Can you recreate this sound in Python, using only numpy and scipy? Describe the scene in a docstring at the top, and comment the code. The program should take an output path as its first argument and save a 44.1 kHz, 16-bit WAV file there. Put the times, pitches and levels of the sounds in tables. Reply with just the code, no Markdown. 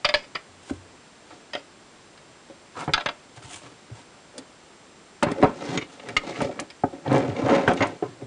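"""Steel parts handled on a wooden workbench, very close to a small camera microphone; steady hiss, thin whine.
0-1.6 s: a latch clinks and rubs; blows ring steel and bench modes, a small dry room answers.
2-3.9 s: drags feed the modes with dense grains under finger rustle; a screw clinks; low shudders rock the top.
From 4.3 s: ticks crack, then harder blows; a lever clinks, a block rubs, a wooden stock knocks and judders
in slips, to 8.3 s."""
import sys
import numpy as np
from scipy import signal
from scipy.fft import rfft, irfft
from scipy.io import wavfile

SR = 44100
rng = np.random.default_rng(int(sys.argv[2]) if len(sys.argv) > 2 else 0)


def gain_from_decibels(decibels):
    """Convert decibel values to linear amplitude factors."""
    exponent = np.asarray(decibels, float) / 20
    return 10 ** exponent


def master(y):
    """Save y as 16-bit WAV."""
    cut = np.clip(np.atleast_2d(y).T, -1, 1)
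    pcm = np.round(cut * 32767)  # scale
    wavfile.write(sys.argv[1], SR, pcm.astype(np.int16))


N = 364266


def rms_one(x):
    """Scale to rms 1."""
    return x / np.sqrt(np.mean(x ** 2) + 1e-20)


def peak_one(x):
    """Scale to peak 1."""
    return x / (np.max(np.abs(x)) + 1e-20)


def drift(corner_hz):
    """Slow chance, rms 1: white noise through a double pole."""
    pole = np.exp(-2 * np.pi * corner_hz / SR)
    white = rng.standard_normal(N + SR)
    return rms_one(signal.lfilter([1], [1, -2 * pole, pole * pole], white)[SR:])


def coloured_noise(spectrum):
    """Noise shaped by a (hz, db_per_hz) outline; rms 1."""
    hz, db = np.transpose(spectrum)
    bins_hz = np.arange(N // 2 + 1) * SR / N + 1
    gain = gain_from_decibels(np.interp(np.log(bins_hz), np.log(hz), db))
    return rms_one(irfft(rfft(rng.standard_normal(N)) * gain, N))


def rings(modes, count=0, minor_db=-5.0):
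    """One decaying sine per mode, as rows; count weaker modes fill the gaps between them."""
    modes = np.array(modes, float)
    steps = (np.arange(count) + rng.random(count)) / max(count, 1)
    minor_hz = modes[0, 0] + (modes[-1, 0] - modes[0, 0]) * steps
    minor_level_db = np.interp(minor_hz, *modes.T[:2]) + minor_db
    minor_t60_s = np.interp(minor_hz, *modes.T[::2])
    hz, db, t60_s = np.hstack([modes.T, [minor_hz, minor_level_db, minor_t60_s]])[:, :, None]
    t = np.arange(SR // 4) / SR
    return gain_from_decibels(db - 60 * t / np.maximum(t60_s, .003)) * np.sin(2 * np.pi * hz * t)


STROKE_EDGE_DB, STROKE_ROUNDNESS = -14, 1.34


def swell(t, start_s, firmest_s, end_s):
    """Gain of a stroke that firms up and fades, STROKE_EDGE_DB at start and end."""
    rising = (firmest_s - t) / (firmest_s - start_s)
    fading = (t - firmest_s) / (end_s - firmest_s)
    away = np.where(t < firmest_s, rising, fading)
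    return gain_from_decibels(STROKE_EDGE_DB * away ** STROKE_ROUNDNESS)


# noise floor outline: hz, level_db_per_hz
HISS_SPECTRUM = [(12, -81), (20, -21), (54, -12), (118, -6.5), (184, -4.5), (319, -2.5), (383, -4),
                 (698, -7), (1010, -8.5), (3440, -15.5), (5650, -18), (7730, -22), (10300, -23.5),
                 (13400, -46), (22000, -120)]
HISS_DB, WHINE_DB, WHINE_HZ = -50, -66.5, 7590  # rms levels


def hiss():
    """Steady noise floor and a wavering electrical whine."""
    phase_rad = 2 * np.pi * WHINE_HZ * np.arange(N) / SR + 1.3 * drift(9)
    whine = np.sqrt(2) * np.sin(phase_rad)
    return gain_from_decibels(HISS_DB) * coloured_noise(HISS_SPECTRUM) + gain_from_decibels(WHINE_DB) * whine


# blows: start_s, steel_peak_db, bench_peak_db, brightness_db (added to bright steel, taken from low steel)
CONTACTS = [(0.0462, -13.5, -43, -1), (0.0503, -21.5, -41, 20.5), (0.062, -44, -48, -1),
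            (0.089, -20, -46, 8), (0.0725, -51, -52, -5), (0.105, -37, -41, -7), (0.1399, -11, -46, 10.5),
            (0.3533, -21, -45, 1), (0.6962, -36, -42, -7), (0.7086, -50, -16, -17), (1.3063, -45, -62, -9),
            (1.5341, -22, -57, 5.5), (1.5514, -20, -56.5, 1), (2.1764, -43, -61, 12),
            (2.4991, -42, -33, 7.5), (2.878, -27, -14.5, -4.5), (2.891, -33, -13.5, -3),
            (2.936, -13, -42, 18), (2.9772, -25, -45, -9.5), (3.008, -26, -43, 4.5),
            (3.0599, -15.5, -38, 1), (3.0874, -22.5, -35, 2.5), (3.371, -42, -37, -4.5),
            (3.4226, -40, -57, 2), (3.618, -43, -55, 1), (3.899, -49, -39.5, 9), (4.3805, -32.5, -55, 16),
            (5.225, -15, -12, -4), (5.2325, -13.5, -7.5, 6.5), (5.266, -28, -12.5, -4.5),
            (5.3161, -28, -19, 9), (5.392, -40, -20, -8.5), (5.4267, -14.5, -1, 8.5),
            (5.434, -20.5, -5, -11.5), (5.442, -26.5, -16, 15.5), (5.449, -27.5, -10, -10),
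            (5.609, -37, -50, 8), (5.7743, -24.5, -13.5, 2), (5.823, -34, -30, 4.5), (5.996, -42, -38, 11),
            (6.0873, -25, -34, 5.5), (6.166, -21, -24, 5.5), (6.405, -25, -19, -5), (6.4176, -21, -15.5, 6),
            (6.4463, -34.5, -17.5, 8), (6.492, -41, -22, -8.5), (6.5918, -23, -23.5, 0),
            (6.702, -34, -51.5, 12), (6.836, -25, -7.5, -5), (7.0777, -29.5, -18, 6),
            (7.1164, -23.5, -9, 4), (7.4877, -40, -20.5, -16.5), (7.677, -16.5, -8, -6.5),
            (7.8059, -19, -12, -4), (7.8153, -22, -13, -6), (7.824, -16.5, -20, 3), (8.0245, -30, -12, 1),
            (8.221, -51.5, -25, -9)]
# bench top modes: pitch_hz, level_db, t60_s
BENCH_MODES = [(174, -5.5, 0.08), (247, 0.5, 0.059), (312, 4.5, 0.06), (400, -1, 0.08254), (430, 1, 0.057),
               (480, -7, 0.038), (539, -7.5, 0.081), (556.4, 3.5, 0.054), (619, -15.5, 0.099),
               (735, -1, 0.026), (860, -7.5, 0.04), (1046, -43, 0.094)]
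# lowest bench modes: pitch_hz, level_db, t60_s
BOOM_MODES = [(91.53, -0.5, 0.097), (111, 2.5, 0.078), (128, -5, 0.13)]
# low steel modes: pitch_hz, level_db, t60_s
LOW_STEEL_MODES = [(590.3, -0.5, 0.17), (705, -3.5, 0.082), (908, 1, 0.04), (1106, 0.5, 0.029045),
                   (1326, 1.5, 0.036), (1546, -8.5, 0.11)]
# middle steel modes: pitch_hz, level_db, t60_s
STEEL_MODES = [(1690, -4.5, 0.05667), (1883, -6, 0.078), (2050, -6, 0.099), (2300, -2, 0.0603),
               (2460, -2.5, 0.03266), (2790, -10, 0.0859), (3100, -7, 0.035), (3210, 5, 0.0094)]
# bright steel modes: pitch_hz, level_db, t60_s
BRIGHT_STEEL_MODES = [(3470, -0.5, 0.04572), (3950, 6, 0.022), (4408.5, -10, 0.1), (4943, 8, 0.015),
                      (5210, 6, 0.0069), (4840, -19, 0.024), (5360, -20, 0.05), (6630, -11.5, 0.011),
                      (7005, -31, 0.016), (8700, -39, 0.0074), (9670, -42.5, .01)]
LOW_STEEL_DB, BRIGHT_STEEL_DB = 1.5, -10.5  # re middle modes, at brightness 0
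CHATTER_T60_S, RATTLE_DB, RATTLE_T60_S = 0.04, -38.5, 0.16
OPPOSED_SHARE = 0.38  # modes that start against the blow


def contacts(spread_db=2.0, chatter_db=-5.0, even_hz=4000, hardening=0.7, boom_db=-16.0, ring_per_chatter=8.1):
    """A blow and its dying micro-bounces strike every mode with a strength of its own."""
    out, t = np.zeros(N + SR), np.arange(SR // 8) / SR
    bench = np.vstack([rings(BENCH_MODES, count=16), gain_from_decibels(boom_db) * rings(BOOM_MODES)])
    steel = rings(STEEL_MODES, count=45)
    low_steel = rings(LOW_STEEL_MODES, count=25)
    bright_steel = rings(BRIGHT_STEEL_MODES, count=80)
    bodies = [steel, bench, low_steel, bright_steel]
    # the holding hand damps the ringing
    grip = gain_from_decibels(-60 * np.arange(SR // 4) / SR / (ring_per_chatter * CHATTER_T60_S))
    for start_s, steel_db, bench_db, brightness_db in CONTACTS:
        low_db = steel_db + LOW_STEEL_DB - brightness_db
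        bright_db = steel_db + BRIGHT_STEEL_DB + brightness_db
        bounces = rng.standard_normal(t.size) * (rng.random(t.size) < .04)
        force = bounces * gain_from_decibels(chatter_db - 60 * t / CHATTER_T60_S)
        # loose play rattles on
        force += rng.standard_normal(t.size) * gain_from_decibels(RATTLE_DB - 60 * t / RATTLE_T60_S)
        force[0] = 1
        # mostly into wood: long soft push; steel on steel: short hard one
        contact_hz = np.clip(even_hz * gain_from_decibels(hardening * (steel_db - bench_db)), 300, 15000)
        force = signal.lfilter(*signal.butter(2, contact_hz, fs=SR), force)
        for body, peak_db in zip(bodies, (steel_db, bench_db, low_db, bright_db)):
            strengths = gain_from_decibels(spread_db * rng.standard_normal(len(body)))
            strengths = strengths * np.sign(rng.random(len(body)) - OPPOSED_SHARE)
            sound = signal.fftconvolve(force, grip * (strengths @ body))
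            out[round(start_s * SR):][:sound.size] += gain_from_decibels(peak_db) * peak_one(sound)
    return out[:N]


# latch modes: pitch_hz, level_db, t60_s
LATCH_MODES = [(589.21, 1.5, 0.2), (900, -2, 0.03), (1310, -5.5, 0.0745), (1740, -3.5, 0.099),
               (2150, 2, 0.13), (1914, -10, 0.064), (2330, 1.5, .07), (2548, 2, 0.089), (3005, -0.5, 0.064),
               (3270, 2, 0.05), (3610, -2, 0.075), (4160, -9, 0.04), (4550, -2, 0.041), (4870, 10.5, 0.021),
               (5130, -12, 0.02)]
# latch taps: start_s, peak_db
LATCH_CLINKS = [(.0463, -10), (.0506, -7), (.0892, -10), (.106, -39), (.1398, -3.5), (.1445, -16),
                (.3495, -23.5), (.3535, -17.5), (.237, -39), (1.535, -30), (1.551, -27)]
# screw modes: pitch_hz, level_db, t60_s
SCREW_MODES = [(617.93, -20, .03), (877.6, -0.5, 0.033), (1334, 3, 0.053), (1648.4, 1, 0.055),
               (2120, -7, .04), (2440, -11, 0.05), (2720, 0.5, 0.04256), (3386, -2.5, 0.055),
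               (3796.3, 0, 0.035), (4200, -4.5, 0.033), (4869.6, -7, .02), (5500, -11, .02),
               (6330, -6.5, .02), (6540, -22, .02), (7160, -24, .02)]
# screw taps: start_s, peak_db
SCREW_CLINKS = [(2.9365, -10), (2.939, -9.5), (2.9775, -12.5), (2.9992, -24), (3.0078, -20.5),
                (3.0593, -16), (3.063, -19), (3.0873, -19.5), (3.093, -33)]
# lever modes: pitch_hz, level_db, t60_s
LEVER_MODES = [(1250, -6, 0.061), (2040, -15, 0.064), (2130, 4, 0.021), (2280, 1, 0.023),
               (2600, -2.5, 0.029), (2895.5, -4, 0.033), (3180, -10.5, .03), (3670, -4, 0.024),
               (4220, -11.5, .03), (4600, -16, .03), (5800, -14, 0.035), (5900, -30, .04),
               (6630, -13.5, 0.052), (8050, -25, .04)]
# lever taps: start_s, peak_db
LEVER_CLINKS = [(5.7745, -13), (5.812, -28), (5.824, -27.5), (5.997, -33), (6.089, -38), (6.166, -5.5),
                (6.18, -24), (6.418, -26), (7.128, -30), (7.18, -36), (7.296, -33), (7.364, -25.5),
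                (7.494, -22), (7.534, -28), (7.775, -25.5), (7.807, -22.5), (7.824, -16)]
# wooden stock modes: pitch_hz, level_db, t60_s
STOCK_MODES = [(565, -6.5, 0.029), (734, 6, 0.041), (894, -5.5, 0.11), (1013, -6.5, 0.018),
               (1303.8, -10.5, 0.031), (1570, -11, 0.047), (1884, -14.5, 0.046)]
# stock knocks: start_s, peak_db
STOCK_KNOCKS = [(2.8785, -22), (2.892, -27), (5.4268, -6.5), (5.443, -8), (5.4495, -7.5), (6.407, -17),
                (6.836, -10.5), (7.059, -25), (7.077, -25), (7.108, -20), (7.489, -11), (7.677, -2.5),
                (7.703, -11), (7.806, -22), (7.83, -21), (8.025, -28), (8.034, -24)]
GRIP_T60_S = .1


def clinks(spread_db=3.0, chatter_db=-29.5, chatter_t60_s=0.034, hardening=0.29, full_db=-4.5):
    """A tap and its brief chatter ring the hand-damped modes of one piece; weak taps and wood are softer."""
    out, t = np.zeros(N + SR), np.arange(SR // 16) / SR
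    # modes, taps, contact corner in Hz of a tap at full_db
    pieces = [(LATCH_MODES, LATCH_CLINKS, 9000), (SCREW_MODES, SCREW_CLINKS, 7000),
              (LEVER_MODES, LEVER_CLINKS, 9000), (STOCK_MODES, STOCK_KNOCKS, 2500)]
    grip = gain_from_decibels(-60 * np.arange(SR // 4) / SR / GRIP_T60_S)
    for modes, taps, full_hz in pieces:
        body = rings(modes, count=48, minor_db=-7.0) * grip
        count = len(body)
        signs = (-1) ** np.arange(count)
        chances = rng.standard_normal((len(taps), count + t.size))
        for (start_s, peak_db), chance in zip(taps, chances):
            force = chance[count:] ** 3 * gain_from_decibels(chatter_db - 60 * t / chatter_t60_s)
            force[0] = 1
            contact_hz = np.clip(full_hz * gain_from_decibels(hardening * (peak_db - full_db)), 300, 15000)
            force = signal.lfilter(*signal.butter(2, contact_hz, fs=SR), force)
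            strengths = gain_from_decibels(spread_db * chance[:count]) * signs
            sound = signal.fftconvolve(force, strengths @ body)
            out[round(start_s * SR):][:sound.size] += gain_from_decibels(peak_db) * peak_one(sound)
    return out[:N]


ROOM_T60_S, ROOM_DB, ROOM_CUT_HZ = 0.2, -20, 2070


def room(x):
    """A dull dying noise tail that starts after the first wall echo."""
    t = np.arange(SR // 3) / SR
    tail = rng.standard_normal(t.size) * gain_from_decibels(-60 * t / ROOM_T60_S) * (t > .004)
    tail = signal.lfilter(*signal.butter(1, ROOM_CUT_HZ, fs=SR), tail)
    return signal.fftconvolve(x, gain_from_decibels(ROOM_DB) * tail / np.sqrt(np.sum(tail ** 2)))[:N]


# edges catching: start_s, peak_db
TICKS = [(0.0516, -43), (0.0876, -45), (0.141, -42), (1.5345, -56), (2.935, -23.5), (3.057, -53),
         (3.4241, -36), (3.5129, -38), (4.38, -22), (4.4124, -48), (5.2291, -12), (5.316, -24.5),
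         (5.432, -22), (5.772, -38), (6.087, -28), (6.1674, -23), (6.4172, -22), (6.5983, -17),
         (6.7047, -32.5), (7.1277, -26.5), (7.18, -26.5), (7.4809, -32), (7.6809, -21.5), (7.734, -27),
         (7.8092, -38), (7.87, -27)]
TICK_T60_S, TICK_LOW_HZ = 0.041, 3500


def ticks():
    """Sharp bright cracks of dying high-passed noise."""
    out, t = np.zeros(N + SR), np.arange(SR // 20) / SR
    noise = rng.standard_normal((len(TICKS), t.size)) * gain_from_decibels(-60 * t / TICK_T60_S)
    cracks = signal.lfilter(*signal.butter(2, TICK_LOW_HZ, "high", fs=SR), noise)
    for (start_s, peak_db), crack in zip(TICKS, cracks):
        out[round(start_s * SR):][:t.size] += gain_from_decibels(peak_db) * peak_one(crack)
    return out[:N]


# latch rubbed along a surface: start_s, firmest_s, end_s, level_db
LATCH_RUBS = [(0.052, 0.054, .08, -39), (0.098, 0.11, 0.11014, -34), (.142, 0.159, .22, -31),
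              (.354, 0.356, .39, -42), (1.54, 1.548, 1.6, -41)]
# screw rubbed: start_s, firmest_s, end_s, level_db
SCREW_RUBS = [(2.936, 2.954, 2.975, -27), (2.983, 2.99, 3.0, -43), (2.998, 3.01, 3.04, -40),
              (3.059, 3.062, 3.078, -29.5), (3.085, 3.094, 3.11, -38)]
# lever rubbed: start_s, firmest_s, end_s, level_db
LEVER_RUBS = [(5.79, 5.82, 5.85, -41), (6.0, 6.05, 6.12, -49.5), (6.17, 6.185, 6.23, -45),
              (6.225, 6.289, 6.4, -42.5), (6.366, 6.45, 6.458, -39), (7.072, 7.13, 7.26, -43),
              (7.33, 7.362, 7.42, -46), (7.45, 7.526, 7.7, -33.5), (7.81, 7.83, 7.9, -36)]
# modes of a small block pushed over wood: pitch_hz, level_db, t60_s
BLOCK_MODES = [(383, -14, .06), (780, -10, 0.047), (1038.4, 1.5, 0.12), (1363, -1.5, 0.091),
               (1630, -10, .06), (2130, -13, .08), (2650, -16, .05)]
# block rubbed: start_s, firmest_s, end_s, level_db
BLOCK_RUBS = [(2.756, 2.778, 2.83, -30), (2.783, 2.827, 2.86, -34), (5.248, 5.248, 5.33, -33),
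              (5.43, 5.45, 5.52, -29), (7.09, 7.16, 7.25, -30.5), (7.35, 7.402, 7.46, -37),
              (7.467, 7.52, 7.68, -27.5), (7.81, 7.825, 7.88, -31), (8.024, 8.033, 8.07, -34.5)]


def rubs(damping=0.63, lumpy_db=4.5):
    """Gritty friction and loose play keep the modes of a small piece sounding."""
    t, out = np.arange(N) / SR, 0
    # modes, strokes, low-pass corner in Hz
    pieces = [(LEVER_MODES, LEVER_RUBS, 6000), (SCREW_MODES, SCREW_RUBS, 3200),
              (LATCH_MODES, LATCH_RUBS, 7000), (BLOCK_MODES, BLOCK_RUBS, 3000)]
    for modes, strokes, soft_hz in pieces:
        grit = rng.standard_normal(N)
        grit = rms_one(grit * np.abs(grit) * gain_from_decibels(lumpy_db * drift(50)))
        level = sum(gain_from_decibels(level_db) * swell(t, *stroke) for *stroke, level_db in strokes)
        rows = rings(np.multiply(modes, [1, 1, damping]), count=20, minor_db=-8.0)
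        body = signal.lfilter(*signal.butter(2, soft_hz, fs=SR), rows.sum(axis=0))
        out = out + signal.fftconvolve(level * grit, body)[:N] / np.sqrt(np.sum(body ** 2))
    return out


# dragging and rubbing strokes: start_s, firmest_s, end_s, bench_db, rustle_db
DRAGS = [(0.626, 0.707, .71, -54, -48.5), (0.7, 0.716, .8, -60, -56.5), (1.26, 1.318, 1.42, -47.5, -57.5),
         (1.55, 1.58, 1.64, -51, -65.5), (2.748, 2.797, 2.87, -44.5, -44), (3.35, 3.37, 3.41, -55, -52.5),
         (3.427, 3.427, 3.49, -49.5, -45.5), (3.49, 3.534, 3.61, -49.5, -39.5),
         (3.62, 3.635, 3.75, -50, -55), (3.943, 3.97, 4.05, -51.5, -51.5), (4.339, 4.386, 4.42, -38, -62),
         (5.266, 5.293, 5.36, -22.5, -51), (5.343, 5.434, 5.56, -30, -52.5), (5.557, 5.732, 5.82, -29, -42),
         (5.987, 6.105, 6.17, -34.5, -52.5), (6.222, 6.302, 6.35, -32.5, -45.5),
         (6.316, 6.396, 6.55, -31.5, -45.5), (6.355, 6.45, 6.465, -33, -41), (7.53, 7.6, 7.68, -32, -48),
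         (6.52, 6.602, 6.64, -32.5, -62), (0.803, .86, .95, -69, -85), (5.867, 5.934, 5.99, -52.5, -53),
         (6.922, 6.928, 6.99, -37, -65), (7.072, 7.15, 7.27, -17, -42.5), (7.245, 7.29, 7.34, -27, -50),
         (7.32, 7.393, 7.44, -27.5, -49), (7.42, 7.46, 7.49, -18.5, -45.5), (7.48, 7.5, 7.64, -16, -41),
         (7.66, 7.695, 7.75, -18, -42), (7.726, 7.8, 7.95, -27.5, -47.5), (8.019, 8.02, 8.15, -42.5, -57),
         (8.185, 8.223, 8.27, -38.5, -72.5)]
# steel sliding on steel: start_s, firmest_s, end_s, level_db
SLIDES = [(1.304, 1.32, 1.36, -50), (0.084, 0.11, 0.12, -33.5), (2.975, 3.01, 3.04, -49),
          (3.51, 3.54, 3.58, -45.5), (6.23, 6.3, 6.37, -57), (5.43, 5.445, 5.5, -31.5),
          (7.81, 7.826, 7.87, -23.5)]
DRAG_BOOM_DB, DRAG_STEEL_DB = -19.5, 1  # boom re bench; steel offset
STEEL_FOLLOWS_BENCH = 0.48983  # 0: steel follows rustle, 1: bench


def drag_levels():
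    """One pressure sets boom, bench, steel and rustle of a stroke; slides add steel."""
    t, levels = np.arange(0, N / SR + .002, .001), np.zeros((4, 1))
    for *stroke, bench_db, rustle_db in DRAGS:
        steel_db = DRAG_STEEL_DB + rustle_db + STEEL_FOLLOWS_BENCH * (bench_db - rustle_db)
        peaks = gain_from_decibels(np.array([[bench_db + DRAG_BOOM_DB], [bench_db], [steel_db], [rustle_db]]))
        levels = np.hypot(levels, peaks * swell(t, *stroke))
    boom, bench, steel, rustle = levels
    for *stroke, level_db in SLIDES:
        steel = np.hypot(steel, gain_from_decibels(level_db) * swell(t, *stroke))
    return np.array([np.interp(np.arange(N) / SR, t, level) + 1e-9 for level in (boom, bench, steel, rustle)])


# light finger rustle outline: hz, level_db_per_hz
RUSTLE_SPECTRUM = [(1760, -19), (3000, -1.5), (4380, -18.5), (6820, -6.5), (7240, -4.5), (7850, -6.5),
                   (10000, -9), (13000, -43), (22000, -120)]
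# heavy part scrape outline: hz, level_db_per_hz
SCRAPE_SPECTRUM = [(1650, -31.5), (2800, -10), (3360, -7.5), (3630, -6), (5720, -11.5), (6260, -11),
                   (10000, -26), (13000, -71), (22000, -120)]


def drags(grains_per_s=1200, grain_db=2.5, lumpy_db=3.0, damping=0.64, soft_hz=1500, heavy_db=-3.5, shift_db=2.5):
    """Rough surfaces catch in dense soft grains that feed hand-damped modes, with friction noise on top."""
    boom, bench, steel, rustle = drag_levels()
    pressure = gain_from_decibels(lumpy_db * drift(71))
    # light fingers rustle brightly; a heavy part that shakes the bench scrapes duller
    heavy = bench ** 2 / (bench ** 2 + (gain_from_decibels(heavy_db) * rustle) ** 2)
    friction = np.sqrt(1 - heavy) * coloured_noise(RUSTLE_SPECTRUM)
    friction = friction + np.sqrt(heavy) * coloured_noise(SCRAPE_SPECTRUM)
    out = rustle * friction * pressure
    bodies = [(boom, BOOM_MODES), (bench, BENCH_MODES), (steel, LOW_STEEL_MODES[1:] + STEEL_MODES)]
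    for level, modes in bodies:
        sizes = gain_from_decibels(grain_db * np.minimum(rng.exponential(1, N), 5)) * rng.choice([-1, 1], N)
        grains = sizes * (rng.random(N) < grains_per_s / SR) * pressure
        rows = rings(np.multiply(modes, [1, 1, damping]))
        signs = (-1) ** np.arange(len(rows))[:, None]
        rows = signal.lfilter(*signal.butter(1, soft_hz, fs=SR), signs * rows)
        # as the contact travels, other modes take the lead: every third mode shares a drift
        forces = [rms_one(gain_from_decibels(shift_db * drift(11.3))) * level * grains for _ in range(3)]
        sound = sum(signal.fftconvolve(force, rows[k::3].sum(axis=0))[:N] for k, force in enumerate(forces))
        out += sound / np.sqrt(np.mean(grains ** 2) * np.sum(rows.sum(axis=0) ** 2))
    return out


# dull low rocking of the bench: start_s, level_db, pitch_hz, t60_s
SHUDDERS = [(.48, -51, 90, 0.904), (.722, -35, 90.86, 0.52), (2.875, -31, 111, 0.21),
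            (3.369, -35, 113, 0.12), (3.441, -29, 125, 0.074), (3.534, -44, 104, 0.27),
            (3.635, -44.5, 120, .3), (3.911, -25, 110, 0.12), (5.685, -26.5, 135, 0.16),
            (6.072, -38, 117, .3), (6.378, -33, 126, 0.13), (6.443, -31, 114, 0.1132),
            (6.834, -39, 130, 0.12), (7.073, -22, 134.5, 0.68), (7.141, -16.5, 129, 0.37),
            (7.279, -24, 110, 0.32), (7.431, -18.5, 123, 0.2), (7.791, -25, 105.4, 0.31),
            (8.026, -33, 123, 0.38), (8.221, -32, 125, 0.28)]


def shudders(push_s=0.0025, waver_rad=0.87):
    """A soft push sets the whole top rocking at a low, unsteady pitch."""
    out, t = np.zeros(N + SR), np.arange(SR // 3) / SR
    unsteady_rad = waver_rad * np.tile(drift(16.6), 2)
    for start_s, level_db, pitch_hz, t60_s in SHUDDERS:
        start = round(start_s * SR)
        at = slice(start, start + t.size)
        envelope = gain_from_decibels(level_db - 60 * t / t60_s) * (1 - np.exp(-t / push_s))
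        out[at] += envelope * np.sin(2 * np.pi * pitch_hz * t + unsteady_rad[at])
    return out[:N]


# stock slipping over the bench: start_s, firmest_s, end_s, level_db
JUDDERS = [(2.767, 2.813, 2.87, -40), (5.655, 5.725, 5.78, -39.5), (6.25, 6.29, 6.36, -50),
           (6.92, 6.948, 6.99, -45), (7.082, 7.14, 7.23, -23.5), (7.463, 7.49, 7.66, -22.5),
           (7.807, 7.812, 7.89, -31.5)]
MEDIAN_SLIPS_PER_S, SLIP_JITTER, SLIP_SPREAD_DB = 140, .25, 1


def judders(damping=0.54):
    """Uneven stick-slip pulses ring the wooden stock."""
    t, slips = np.arange(N) / SR, np.zeros(N)
    chance = rng.standard_normal((2000, 2))
    at = np.cumsum(SR / MEDIAN_SLIPS_PER_S * np.exp(SLIP_JITTER * chance[:, 0])).astype(int)
    slips[at[at < N]] = gain_from_decibels(SLIP_SPREAD_DB * chance[at < N, 1])
    level = sum(gain_from_decibels(level_db) * swell(t, *stroke) for *stroke, level_db in JUDDERS)
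    body = rings(np.multiply(STOCK_MODES, [1, 1, damping]), count=10).sum(axis=0)
    return signal.fftconvolve(level * slips, body)[:N] / np.sqrt(np.mean(slips ** 2) * np.sum(body ** 2))


BENCH_LOW_HZ = 77.7


def scene():
    """All handling sounds, weak below the bench's lowest mode, plus room and hiss."""
    handling = contacts() + clinks() + judders() + rubs() + drags() + ticks() + shudders()
    high_pass = signal.butter(6, BENCH_LOW_HZ, "high", fs=SR, output="sos")
    bench = signal.sosfilt(high_pass, handling)
    return (bench + room(bench) + hiss())[None]


def roll_off(x):
    """The treble ends steeply here."""
    return signal.sosfilt(signal.butter(12, 10470, fs=SR, output="sos"), x)


LOPSIDED, THUMP_FROM_HZ, THUMP_TOP_HZ = 0.6, 1100, 60
CUTOFF_HZ = 10550  # 60 dB down from here up


def record(dry):
    """Loud treble drives the lopsided preamp into a low thump; peaks are rounded, the top is cut."""
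    treble = signal.lfilter(*signal.butter(2, THUMP_FROM_HZ, "high", fs=SR), dry)
    thump_band = signal.butter(2, [10, THUMP_TOP_HZ], "band", fs=SR, output="sos")
    thump = signal.sosfilt(thump_band, treble ** 2)
    rounded = 0.77 * np.tanh(dry / 0.88)
    low_pass = signal.cheby2(16, 60, CUTOFF_HZ, fs=SR, output="sos")
    mix = signal.sosfilt(low_pass, rounded + LOPSIDED * thump)
    return roll_off(mix)


dry = scene()
out = record(dry)
master(out)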